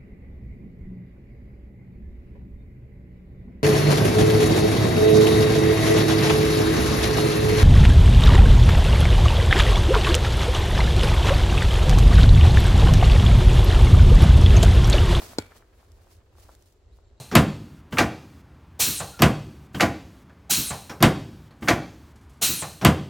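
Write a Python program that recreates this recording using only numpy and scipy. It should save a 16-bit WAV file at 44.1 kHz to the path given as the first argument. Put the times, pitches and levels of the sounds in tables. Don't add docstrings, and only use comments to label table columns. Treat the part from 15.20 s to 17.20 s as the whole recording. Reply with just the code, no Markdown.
import sys
import numpy as np
from scipy import signal
from scipy.fft import rfft, irfft, next_fast_len
from scipy.io import wavfile
from scipy.ndimage import map_coordinates

SR = 44100
rng = np.random.default_rng(int(sys.argv[2]) if len(sys.argv) > 2 else 0)


def dump_mix(stems):
    frames = np.atleast_2d(stems).T
    limited = np.clip(frames, -1, 1)
    pcm = np.round(limited * 32767).astype(np.int16)
    wavfile.write(sys.argv[1], SR, pcm)


N = 88200


def amp(db):
    return 10 ** (np.asarray(db) / 20)


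def unit(x):
    return x / np.sqrt(np.mean(x ** 2) + 1e-20)


def along(points, hz):
    frequencies, values = np.transpose(points)
    return np.interp(np.log(hz + 1), np.log(frequencies + 1), values)


def since(start):
    return np.maximum(np.arange(N) / SR - start, 0)


def curve(points):
    return np.interp(since(0), *np.transpose(points))


def wobble(rate):
    values = rng.standard_normal(int(N * rate / SR) + 4)
    return map_coordinates(values, [np.arange(N) * rate / SR])


def filtered(x, response):
    size = next_fast_len(N + SR // 2)
    return irfft(rfft(x, size) * response(np.fft.rfftfreq(size, 1 / SR)), size)[..., :N]


def noise(tone):
    return unit(filtered(rng.standard_normal(N), lambda hz: amp(along(tone, hz))))


# (frequency [Hz], likeness [1 = the same])
LIKENESS = [(100, 0.98), (400, 0.78), (1000, 0.41), (2500, 0.33), (5000, 0.22), (12000, 0.14)]

def rush(tone, grain_db):
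    def shape(hz):
        width = np.arccos(np.clip(along(LIKENESS, hz), -1, 1)) / 2
        return amp(along(tone, hz)) * [np.cos(width), np.sin(width)]
    grains = rng.standard_normal((2, N)) * amp(grain_db * wobble(900))
    mid, side = filtered(grains, shape)
    return unit(np.array([mid + side, mid - side]))


# (time [s], relative level [dB])
SWISH_LEVELS = [(0, -52.5), (.07, -53.5), (.165, -65), (.25, -68), (.335, -71.5), (.37, -64), (.42, -78.5),
                (.48, -84.5), (.61, -73), (.68, -80), (.81, -77.5), (.86, -80), (.92, -69), (.97, -78.5),
                (1.01, -85.5), (1.12, -88), (1.2, -64.5), (1.28, -71.5), (1.35, -72.5), (1.44, -77.5),
                (1.495, -72), (1.55, -86), (1.7, -98.5), (1.755, -79), (1.85, -97), (2, -102)]
RUSTLE_LEVELS = [(0, -44.5), (.06, -48), (.12, -51.5), (.17, -53.5), (.27, -61), (.36, -61), (.48, -70.5),
                 (.63, -63.5), (.75, -70.5), (.85, -69.5), (.9, -66), (1.05, -75.5), (1.2, -65.5),
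                 (1.34, -67), (1.46, -78), (1.6, -84), (2, -86)]
# (frequency [Hz], relative level [dB])
SWISH_TONE = [(300, -24), (1500, -1.5), (2700, 0), (4500, 3.5), (7000, 1.5), (10000, 0), (15000, -2)]
RUSTLE_TONE = [(60, -24), (150, -2.5), (350, -1.5), (650, -2), (1200, -6), (2000, -11), (4000, -19),
               (9000, -35.5)]

def jacket():
    swish_db = curve(SWISH_LEVELS) + 6.5 + 1.9 * wobble(50.25)
    swish = amp(swish_db) * rush(SWISH_TONE, grain_db=2)
    rustle_db = curve(RUSTLE_LEVELS) + 0.5 + 2.77 * wobble(60)
    rustle = amp(rustle_db) * rush(RUSTLE_TONE, grain_db=1.5)
    return swish + rustle


# (time [s], relative level [dB])
RUMBLE_LEVELS = [(0, -50.5), (.12, -50.5), (.17, -55), (.24, -50), (.32, -61), (.38, -55.5), (.47, -56.5),
                 (.56, -55.5), (.65, -58), (.76, -50), (.85, -57.5), (.93, -53.5), (1.0, -56.5),
                 (1.16, -51.5), (1.35, -53.5), (1.56, -61), (1.7, -48.5), (1.81, -56.5), (1.89, -49.5),
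                 (2, -56.5)]
# (frequency [Hz], relative level [dB])
RUMBLE_TONE = [(20, -17), (32, -5.5), (48, 0), (62, -1), (85, 1), (105, -5.5), (135, -22), (300, -54),
               (1000, -81)]
TREETOP_TONE = [(90, -20.5), (150, -7), (230, -7.5), (395, 1), (520, -5.5), (1100, -15.5), (2300, -22.5),
                (4300, -23.5), (6000, -28), (7500, -26.5), (9500, -41.5), (15500, -47)]

def wind():
    rumble = amp(curve(RUMBLE_LEVELS) - 1.5) * rush(RUMBLE_TONE, grain_db=1)
    treetops = amp(-65.5 + 0.97 * wobble(5.94)) * rush(TREETOP_TONE, grain_db=1.5)
    return rumble + treetops


# (time [s], peak level [dB], pitch [Hz])
FOLD_POPS = [(0.021, -31.5, 750), (.134, -36, 840), (0.3209, -36.5, 1120), (0.365, -45, 808),
             (.4245, -44, 1208), (.63, -48, 900), (.871, -48, 860), (1.154, -50, 950), (1.185, -45, 690),
             (1.2879, -45, 890), (1.293, -37, 810), (1.299, -48, 800), (1.788, -47.5, 750)]

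def flaps(echo_db=-8.5):
    pops = np.zeros(N)
    for time, db, hz in FOLD_POPS:
        spread = (np.pi * hz * (since(0) - time)) ** 2
        pops -= amp(db) * (1 - 2 * spread) * np.exp(-spread)
    return pops + amp(echo_db) * np.std(pops) * unit(forest_echo(pops))


# (frequency [Hz], time to fade by 60 dB [s])
ECHO_FADES = [(100, 0.33), (400, .34), (1200, 0.41), (2300, .6), (6000, 0.32), (14000, .28)]
# (frequency [Hz], relative level [dB])
ECHO_TONE = [(100, -5), (210, -5.5), (330, -2.5), (600, -1), (1000, -1.5), (1750, 7), (2150, 2), (2500, 8),
             (3300, 3), (4500, -9), (6000, -9), (7500, -5), (14000, 0)]
GROUND_DELAY_S = .0045

def forest_echo(sound, far_db=-19.5, near_db=-16.5, near_fade_s=.12):
    hz, t, bands = signal.stft(rush(ECHO_TONE, grain_db=4)[:, :SR // 2], SR, nperseg=256)
    fades = amp(-60 * t / along(ECHO_FADES, hz)[:, None])
    far = signal.istft(bands * fades, SR, nperseg=256)[1]
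    near = rush(ECHO_TONE, grain_db=4) * amp(-60 * since(0) / near_fade_s)
    near = near[:, :far.shape[1]]
    echo = amp(far_db) * far / np.linalg.norm(far[0]) + amp(near_db) * near / np.linalg.norm(near[0])
    delayed = np.pad(sound, (round(GROUND_DELAY_S * SR), 0))
    return signal.fftconvolve(delayed[None], echo, axes=1)[:, :N]


def ringing(notes, t):
    return sum(amp(db - 60 * t / fade_s) * np.sin(2 * np.pi * hz * t) for hz, db, fade_s in notes)


def from_left(sound, lead_s=.00014):
    return filtered(sound, lambda hz: np.exp(1j * np.pi * hz * lead_s * np.array([[1], [-1]])))


# (pitch [Hz], relative level [dB], time to fade by 60 dB [s])
LOG_NOTES = [(92.3, -28, .11), (185, -27, .04), (294, -5, .017), (405, 0, 0.0099), (577, -27, .02),
             (882, -17.5, .018), (1420, -22, .02), (2150, -22.5, 0.016)]
NAIL_NOTES = [(2265, -54, .33), (2345, -54, .45), (2400, -56.5, 0.24), (4370, -20, 0.015),
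              (5120, -26.5, .01), (6150, -33.5, .012), (7520, -35, .035)]
# (frequency [Hz], relative level [dB])
CRACK_TONE = [(1500, -20), (3200, -9.5), (4100, 5.5), (5300, 0), (6500, -5.5), (7800, -2), (9000, -8.5),
              (15000, -19)]
SCATTER_TONE = [(180, 4), (300, -2), (450, -10), (650, 1), (1000, 1), (1600, 4.5), (2300, 7.5), (2700, -1),
                (3300, 4.5), (4500, -1), (6000, -5), (7700, -4), (9000, -5), (15000, -11)]
HIT_S, PUSH_DELAY_S, THUD_RISE_S = .1848, .0001, .0018
CRACK_HOLD_S, CRACK_FADE_S, SCATTER_FADE_S = .0016, .0044, .18

def nail_hit(crack_db=-25.5, scatter_db=-40, ground_db=-12, left_louder_db=2.2):
    t, pushed = since(HIT_S), since(HIT_S + PUSH_DELAY_S)
    rise = 1 - np.exp(-(pushed / THUD_RISE_S) ** 2)
    thud = -ringing(LOG_NOTES, pushed) * rise
    tear_level = amp(crack_db - 60 * since(HIT_S + CRACK_HOLD_S) / CRACK_FADE_S) * (t > 0)
    fibres = np.std(tear_level) * unit(noise(CRACK_TONE) * tear_level)
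    crack = fibres + ringing(NAIL_NOTES, pushed)
    scatter = amp(scatter_db - 60 * t / SCATTER_FADE_S) * (t > 0) * rush(SCATTER_TONE, grain_db=6.5)
    ground_bounce = amp(ground_db) * filtered(crack, lambda hz: np.exp(-2j * np.pi * hz * GROUND_DELAY_S))
    balance = amp(left_louder_db * np.array([[.5], [-.5]]))
    hit = from_left(thud) + balance * from_left(crack + ground_bounce)
    return hit + scatter + forest_echo(thud + crack)


# (time [s], relative level [dB])
CLOTH_TICKS = [(0.7184, -48.5), (0.967, -52), (1.2835, -52), (1.3504, -44.5), (1.4237, -50), (1.459, -52.5),
               (1.524, -51.5)]
# (frequency [Hz], relative level [dB])
TICK_TONE = [(500, -16), (2000, -4), (4000, 1), (7500, 3.5), (15000, -6)]

def ticks(fade_s=.014):
    level = sum(amp(db - 60 * since(time) / fade_s) * (since(time) > 0) for time, db in CLOTH_TICKS)
    return .5 * level * rush(TICK_TONE, grain_db=2)


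# (time [s], length [s], start pitch [Hz], end pitch [Hz], level [dB])
BIRD_NOTES = [(1.538, 0.05, 7100, 7550, -85), (1.709, 0.061, 3600, 5020, -76.5),
              (1.835, 0.057, 7800, 7050, -82.5), (1.842, 0.0148, 4800, 3610, -77.5),
              (1.855, .03, 3400, 4630, -78), (1.888, 0.013, 3600, 4800, -77),
              (1.968, .026, 3700, 4720, -79)]

def birds(echo_db=-2):
    song = np.zeros(N)
    for time, length, start_hz, end_hz, db in BIRD_NOTES:
        progress = np.clip(since(time) / length, 0, 1)
        hz = start_hz * (end_hz / start_hz) ** progress * (1 + 0.0098 * wobble(140))
        swell = np.sqrt(np.abs(np.sin(np.pi * progress)))
        song += amp(db + 3 * wobble(150)) * swell * np.sin(2 * np.pi * np.cumsum(hz) / SR)
    return song + amp(echo_db) * np.std(song) * unit(forest_echo(song))


def scene():
    return jacket() + wind() + flaps() + nail_hit() + ticks() + birds()


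def record(dry, top_hz=15850):
    return filtered(dry, lambda hz: hz < top_hz)


dry = scene()
out = record(dry)
dump_mix(out)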